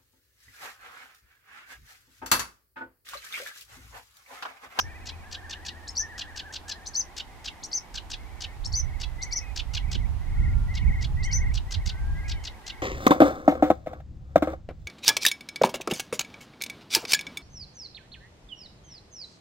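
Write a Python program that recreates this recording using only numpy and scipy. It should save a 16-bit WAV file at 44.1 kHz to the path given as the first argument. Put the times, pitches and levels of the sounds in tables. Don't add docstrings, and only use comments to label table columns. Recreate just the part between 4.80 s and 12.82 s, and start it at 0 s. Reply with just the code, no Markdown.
import sys
import numpy as np
from scipy import signal
from scipy.fft import rfft, irfft, next_fast_len
from scipy.io import wavfile
from scipy.ndimage import uniform_filter1d, map_coordinates

SR = 44100
rng = np.random.default_rng(int(sys.argv[2]) if len(sys.argv) > 2 else 0)


def unload_audio(sound):
    columns = np.transpose(np.atleast_2d(sound))
    steps = np.round(np.clip(columns, -1, 1) * 32767)
    wavfile.write(sys.argv[1], SR, steps.astype(np.int16))


N = 353682


def amp(db):
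    return 10 ** (np.asarray(db) / 20)


def unit(x):
    return x / np.sqrt(np.mean(x ** 2) + 1e-20)


def along(points, hz):
    f, v = np.transpose(points)
    return np.interp(np.log(hz + 1), np.log(f + 1), v)


def curves(rows, t):
    s, *cols = np.transpose(rows)
    return [np.interp(t, s, c) for c in cols]


def wobble(rate, size):
    knots = rng.standard_normal(int(size * rate / SR) + 4)
    return map_coordinates(knots, [np.arange(size) * rate / SR])


def filtered(x, response):
    n = x.shape[-1]
    m = next_fast_len(n + n // 8)
    return irfft(rfft(x, m) * response(np.fft.rfftfreq(m, 1 / SR)), m)[..., :n]


def add(track, s, sound):
    at = round(s * SR) + np.arange(len(sound))
    inside = (at >= 0) & (at < N)
    track[at[inside]] += sound[inside]


def panned(balance_db):
    return amp(np.array([[.5], [-.5]]) * balance_db)


def phase_of(hz):
    return 2 * np.pi * np.cumsum(hz) / SR


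def rush(spectrum, alike):
    def mid_side_gains(hz):
        spread = np.arccos(np.clip(along(alike, hz), -1, 1)) / 2
        return amp(along(spectrum, hz)) * [np.cos(spread), np.sin(spread)]
    mid, side = filtered(rng.standard_normal((2, N)), mid_side_gains)
    return unit(np.array([mid + side, mid - side]))


def echoes(x, decay):
    hz, t, noise = signal.stft(rng.standard_normal((2, SR // 2)), SR, nperseg=256)
    tail = signal.istft(noise * amp(-60 * t / along(decay, hz)[:, None]), SR, nperseg=256)[1]
    tail *= 1 - np.exp(-np.arange(tail.shape[1]) / SR / 0.00097)
    return signal.fftconvolve(x[None], tail / np.linalg.norm(tail[0]), axes=1)[:, :N]


def whistle(strokes, edge_s, waver, waver_hz, flutter_db, octave_db, rasp_db):
    out = np.zeros(N)
    for rows in strokes:
        start, end = rows[0][0] - edge_s / 2, rows[-1][0] + edge_s / 2
        t = np.arange(start, max(end, start + edge_s), 1 / SR)
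        hz, db = curves(rows, t)
        phase = phase_of(hz * (1 + waver * wobble(waver_hz, len(t))))
        gate = np.sin(np.pi / 2 * np.clip(np.minimum(t - start, end - t) / edge_s, 0, 1)) ** 2
        glide_speed = np.abs(np.gradient(np.log(hz))) * SR
        strain = np.tanh(uniform_filter1d(glide_speed, size=130) / 45)
        rasp = wobble(2196, len(t)) * np.sin(phase) + wobble(1905, len(t)) * np.cos(phase)
        tone = np.sin(phase) + amp(octave_db) * np.sin(2 * phase) + amp(rasp_db + 10 * strain) * rasp
        level = amp(db + flutter_db * wobble(waver_hz, len(t)))
        add(out, start, np.sqrt(2) * gate * level * tone)
    return out


def field():
    # f/Hz, level/dB
    hush_colour = [(24, -11), (45, 2), (75, -10.5), (120, -7), (190, -8), (310, -8), (480, -13.5),
                   (650, -13.5), (830, -9.5), (1250, -15.5), (2000, -15.5), (2600, -19.5), (8000, -30),
                   (14000, -35.5), (15600, -42)]
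    # f/Hz, left-right likeness
    alike = [(100, 0.35), (350, 0.77), (800, 0.43), (1500, 0.37), (4000, -0.04), (12000, 0.2)]
    # f/Hz, left over right/dB
    balance = [(100, -2), (380, 1), (700, -7), (1200, 0), (2500, -1.5), (8000, 1)]
    # f/Hz, level/dB
    road_colour = [(400, -23), (660, -14.5), (760, -2.5), (900, -5.5), (1100, -10), (1500, -33),
                   (3000, -61)]
    hush = amp(-51 + 0.11 * wobble(2.98, N)) * rush(hush_colour, alike)
    road = amp(-57.5 + 0.35 * wobble(2.36, N)) * rush(road_colour, alike)
    return filtered(hush + road, lambda hz: panned(along(balance, hz)))


def engine():
    # t/s, f/Hz, level/dB
    drone = [(0, 85.5, -48), (.5, 83.16, -52), (1.2, 81, -52.5), (2.1, 81.7, -57), (2.5, 80.3, -79)]
    hz, db = curves(drone, np.arange(N) / SR)
    level = amp(db + 1.4 * wobble(5.5, N))
    return np.sqrt(2) * level * np.sin(phase_of(hz * (1 + 0.0158 * wobble(6.13, N))))


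def curlew_trills():
    # t/s, length/s, f/Hz, level/dB, swell across the middle half/dB
    notes = [(-.126, 0.44, 1693, -61.5, 2), (.057, .4, 1883, -62, 1), (.062, .39, 2384, -61.5, 11),
             (0.429, 0.39, 1686, -56.5, 11), (0.651, 0.46, 1795, -58, 15), (1.194, .42, 1803, -54, 6),
             (1.322, 0.4, 1663, -56.5, 19), (1.849, .45, 1713, -61, -0.5), (2.187, 0.5, 2030, -69, 6),
             (2.448, .38, 2050, -67, 16), (2.9, .34, 2086, -66.5, 0), (3.369, .38, 2150, -63, 10),
             (3.875, 0.38, 2065, -60, 14.5), (4.383, .34, 2100, -53, 5), (4.881, .386, 2110, -58.5, 15),
             (5.393, .35, 2030, -56, 17), (5.878, .37, 2060, -49.5, 10), (6.368, .36, 2050, -46, 7.5),
             (6.861, 0.38, 2033, -58, 7), (7.348, 0.41, 2060, -56.5, 6), (7.836, .367, 2050, -64.5, -4)]
    # share of its length, pitch offset/share, vibrato depth/share, level/dB
    contour = [(0, -0.0344, 0.021, 3), (.07, -.02, 0.03, 4), (.33, .01, 0.083, 2), (.6, -.004, 0.083, -3),
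               (.9, -.02, 0.061, -9), (.95, -0.018, 0.04, -7), (1, .14, 0.041, -6.5)]
    out = np.zeros(N)
    for s, length, hz, note_db, grows_db in notes:
        u = np.arange(0, 1, 1 / (length * SR))
        offset, depth, db = curves(contour, u)
        swing = np.cos(2 * np.pi * (6.7 * u - .75))
        gate = np.clip(np.minimum(u, 1 - u) / 0.018, 0, 1)
        swell_db = grows_db * np.clip(2 * u - 1, -.5, .5)
        level = amp(note_db + db + swell_db + 2 * swing + 2.35 * wobble(22, len(u)))
        pitch = hz * (1 + offset + depth * swing + 0.00477 * wobble(34.1, len(u)))
        add(out, s, np.sqrt(2) * gate * level * np.sin(phase_of(pitch)))
    return out


def chirp_strokes(scoop_from_hz, scoop_to_hz):
    # t/s, scoop/s, hold/s, top f/Hz, mid-hold dip/Hz, end f/Hz, level/dB, coda level/dB
    chirps = [(-.04, 0.0099, 0.036, 5890, 0, 5380, -24, -32.5),
              (1.175, 0.009, 0.031, 5980, 0, 4800, -26.5, -31.5),
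              (2.16, .011, 0.047, 6164, 0, 4450, -26.5, -55),
              (2.936, 0.0079, 0.029, 6180, 0, 4570, -27.5, -30),
              (3.953, .02, .045, 6110, 3, 5160, -26.5, -48),
              (4.53, 0.0069, 0.04, 5990, 848, 4730, -26.5, -28.5),
              (6.53, 0.006, 0.038, 6070, 4, 5930, -26.5, -41)]
    jump_s, drop_s, lead_s, coda_s = 0.0025, 0.0111, .021, 0.0231
    crest, dip_width = 0.696, 0.138
    lower, upper = [], []
    for s, scoop, hold, top_hz, dip_hz, end_hz, db, coda_db in chirps:
        lead, end = s - scoop - .7 * lead_s, s + hold
        rise = [(s - scoop, scoop_from_hz, db - 15), (s - scoop / 2, .94 * scoop_to_hz, db - 0.8),
                (s - jump_s / 2, scoop_to_hz, db - 6.5)]
        u = np.linspace(jump_s / hold, 1, 13)
        dip = dip_hz * np.exp(-((u - .5) / dip_width) ** 2)
        pitch = top_hz * (1 - 0.049 * (1 - u / crest) ** 2) - dip
        held = list(zip(s + u * hold, pitch, db - 0.1 * dip))
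        lower.append(rise + held + [(end + drop_s, end_hz, db - 15)])
        upper.append([(lead, 4200, -51), (lead + lead_s / 2, 5632, -41), (lead + lead_s, 8800, -57.5)])
        upper.append([(end, 6600, coda_db - 7), (end + coda_s / 3, 6138, coda_db),
                      (end + coda_s, 5440, coda_db - 5)])
    return lower, upper


def syrinx_burst(half_s, centre_hz, fall, pulse_hz, jitter, width, skirt_db, air_db):
    # f/Hz, level/dB
    throat = [(600, -36), (1100, -11), (1550, 8), (2150, -10), (2650, 6.5), (3150, 4.5), (3650, 0.5),
              (4250, 1.5), (6200, -0.5), (7900, -7), (10000, -23.5), (12500, -12), (15500, -23)]
    t = np.arange(-SR // 50, SR // 50) / SR
    slide = np.exp(-fall * np.clip(t / half_s, -1, 1))
    pitch = pulse_hz * np.exp(0.075 * rng.standard_normal()) * slide
    phase = phase_of(pitch * np.exp(jitter * wobble(707, len(t))))
    k = np.arange(1, 25)[:, None]
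    resonance = 1 / (1 + (np.log(k * pitch / (centre_hz * slide)) / width) ** 2) + amp(skirt_db)
    steady = np.exp(2j * np.pi * rng.random(k.shape))
    air = amp(air_db) * np.array([wobble(702, len(t)) + 1j * wobble(715, len(t)) for _ in k])
    harmonics = np.real((steady + air) * np.exp(1j * k * phase))
    voice = (amp(along(throat, k * pitch)) * resonance * harmonics).sum(0)
    swell = np.exp(-np.abs(t / half_s) ** 2.07)
    return voice * swell / np.sqrt(np.average(voice ** 2, weights=swell ** 2))


def chats():
    # t/s, level/dB, resonance f/Hz, tick trim/dB
    cues = [(.273, -35.5, 5440, -12), (.529, -35, 5240, -13), (.712, -34.5, 4870, -9),
            (0.867, -33.5, 5500, -11), (1.396, -32, 4980, -8.5), (1.577, -33.7, 5230, -10.5),
            (1.742, -33.7, 5510, -13), (1.898, -31, 6160, -13), (2.383, -32, 4930, -9.5),
            (2.661, -32, 5000, -12), (3.159, -32.5, 5030, -10), (3.318, -33, 5230, -10),
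            (3.623, -32.5, 4730, -8.5), (4.217, -33.5, 5330, -12), (4.777, -30.7, 5030, -6.5),
            (4.953, -29.5, 4900, -10), (5.132, -32.5, 4970, -7.5), (5.956, -37, 5350, -15),
            (6.227, -36, 5300, -13.5), (6.756, -35, 5150, -8), (6.925, -32, 5570, -11),
            (7.076, -33.5, 5400, -5.5), (7.498, -34.5, 5650, -12), (7.655, -34.5, 5300, -11.5),
            (7.881, -34.5, 5100, -7)]
    tick_lead_s, buzz_delay_s = .013, .022
    out = np.zeros(N)
    for s, db, hz, tick_db in cues:
        start = s - .02
        tick = syrinx_burst(half_s=0.0039, centre_hz=1.1 * hz, fall=0.0194, pulse_hz=752,
                            jitter=0.076, width=0.32, skirt_db=-11.5, air_db=7)
        rasp = syrinx_burst(half_s=0.0058, centre_hz=hz, fall=0.13, pulse_hz=758,
                            jitter=0.0563, width=0.38, skirt_db=-27, air_db=-7.5)
        buzz = syrinx_burst(half_s=0.0084, centre_hz=.7 * hz, fall=0.13, pulse_hz=763.5,
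                            jitter=0.0527, width=0.22, skirt_db=-29, air_db=-11.5)
        add(out, start - tick_lead_s, amp(db + tick_db + 4) * tick)
        add(out, start, amp(db - 0.86) * rasp)
        add(out, start + buzz_delay_s, amp(db + 0.2) * buzz)
    return out


def flick_strokes(scoop_from_hz, scoop_to_hz):
    # t/s, f/Hz, level/dB
    flicks = [(1.088, 5340, -32.5), (2.071, 6040, -29), (2.844, 5800, -31.5), (3.857, 5550, -29.5),
              (4.428, 6000, -27), (6.443, 5910, -32.5)]
    # t/s, f/Hz, level/dB
    arch = [(-.018, 3400, -58), (-.009, 4400, -42), (-.006, 6450, -39), (0, 8150, -53.5),
            (.007, 8250, -55.5), (.011, 10300, -63), (.02, 6600, -48), (.025, 6200, -48)]
    rise_s, hold_s = 0.0016, .008
    lower = [[(s - rise_s, scoop_from_hz, db + 1), (s, scoop_to_hz, db - 5.5), (s + rise_s, hz, db - 6),
              (s + hold_s, hz, db), (s + hold_s + rise_s, 0.95 * hz, db - 12)] for s, hz, db in flicks]
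    upper = [[(s + after, hz, db) for after, hz, db in arch] for s, _, _ in flicks]
    return lower, upper


def warbler():
    # f/Hz, left over right/dB
    perch = [(1300, 2), (2600, -7), (4400, 4.5), (6000, 3.5), (8200, 0), (13000, 0)]
    # f/Hz, t60/s
    hedge = [(2000, 0.12), (6000, 0.12), (13000, 0.021)]
    scoop_hz = 4200, 4780
    flick_low, flick_high = flick_strokes(*scoop_hz)
    chirp_low, chirp_high = chirp_strokes(*scoop_hz)
    clear = whistle(flick_low + chirp_low, edge_s=.002, waver=.007, waver_hz=300,
                    flutter_db=1.4, octave_db=-35, rasp_db=-26)
    hoarse = whistle(flick_high + chirp_high, edge_s=.003, waver=.02, waver_hz=600,
                     flutter_db=2.2, octave_db=-32, rasp_db=-14)
    chirps, chatter = clear + hoarse, chats()
    direct = filtered(chirps + chatter, lambda hz: panned(along(perch, hz)))
    return direct + echoes(amp(-9.5) * chirps + amp(-12) * chatter, hedge)


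def wader_whistles():
    # t/s, length/s, f/Hz, glide/Hz, arch/Hz, level/dB
    notes = [(3.56, .22, 1840, 153, -0.5, -66), (4.205, 0.22, 2020, 0, 2, -66),
             (4.606, .125, 2460, -120, 55, -58), (5.07, 0.063, 2500, 80, 0, -62),
             (5.555, 0.38, 1383, -23, 13.5, -64), (5.98, .06, 3010, -380, 0, -62),
             (6.02, .1, 2445, -150, 0, -66), (6.425, 0.12, 2540, 0, 597, -57),
             (6.485, .17, 1590, 3, -55, -62), (7.083, .5, 1564, 139.5, 44.5, -57.5),
             (7.441, 0.13, 2340, -100, 104, -58.5), (7.515, 0.13, 2990, 90, 102, -66),
             (7.781, 0.25, 1595, -59, 0.5, -66)]
    u = np.linspace(0, 1, 11)
    arch = 1 - (2 * u - 1) ** 2
    strokes = []
    for s, length, hz, glide_hz, arch_hz, db in notes:
        pitch = hz + glide_hz * (u - .5) + arch_hz * arch
        strokes.append(np.transpose([s + length * u, pitch, db - 4 * (1 - arch)]))
    return whistle(strokes, edge_s=.02, waver=0.0093, waver_hz=41.4,
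                   flutter_db=0.5, octave_db=-46, rasp_db=-47)


def far_birds():
    # f/Hz, t60/s
    land = [(1000, 0.26), (3000, 0.12)]
    left_lead_s = .00009
    calls = wader_whistles() + curlew_trills()
    placed = filtered(calls, lambda hz: np.exp(1j * np.pi * hz * left_lead_s * np.array([[1], [-1]])))
    return amp(5) * placed + amp(-8) * echoes(calls, land)


def wind():
    # t/s, level/dB
    rumble = [(0.0, -42.5), (0.67, -50.5), (3.08, -54), (3.17, -44), (3.75, -45), (3.84, -32), (4.69, -42),
              (5.18, -25.5), (5.45, -32), (5.67, -22.5), (5.96, -28.5), (6.1, -19), (6.14, -28),
              (6.68, -25.5), (6.92, -38.5), (6.97, -24), (7.04, -36), (7.08, -23.5), (7.1, -35.5),
              (7.3, -25.5), (7.44, -34), (7.53, -30), (7.86, -53.5), (8.02, -42)]
    # t/s, left over right/dB
    sides = [(0, 2.5), (2.7, 3), (3.5, -8), (4.9, -11.5), (5.7, -4.5), (7.8, 0)]
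    # f/Hz, level/dB
    buffet_colour = [(10, -22), (22, -3.5), (40, -0.5), (68, -1.5), (95, -7), (140, -21), (250, -43),
                     (500, -95)]
    # f/Hz, level/dB
    flutter_colour = [(50, -23), (90, -4), (120, 4), (170, -5.5), (250, -18), (400, -30), (800, -57),
                      (2000, -89)]
    # t/s, level/dB
    thumps = [(5.16, -34.5), (6.55, -40.5)]
    t = np.arange(N) / SR
    (rumble_db,), (side_db,) = curves(rumble, t), curves(sides, t)
    lumps = amp(1.56 * np.array([wobble(14, N), wobble(18, N)]))
    buffet = amp(rumble_db + 1.5) * unit(lumps * rush(buffet_colour, alike=[(50, 0.14)]))
    flutter = amp(1.507 * rumble_db + 2.5) * unit(lumps * rush(flutter_colour, alike=[(150, 0.056)]))
    hits = sum(amp(db) * np.exp(-((t - s) / 0.012) ** 2) for s, db in thumps)
    thud = rush([(60, -20), (180, 3), (500, -13), (800, -35), (2000, -80)], alike=[(150, .05)])
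    return (buffet + flutter + hits * thud) * panned(side_db)


def scene():
    return warbler() + far_birds() + wind() + field() + engine()


def record(dry):
    top_hz = 15780
    return filtered(dry, lambda hz: hz < top_hz)


dry = scene()
out = record(dry)
unload_audio(out)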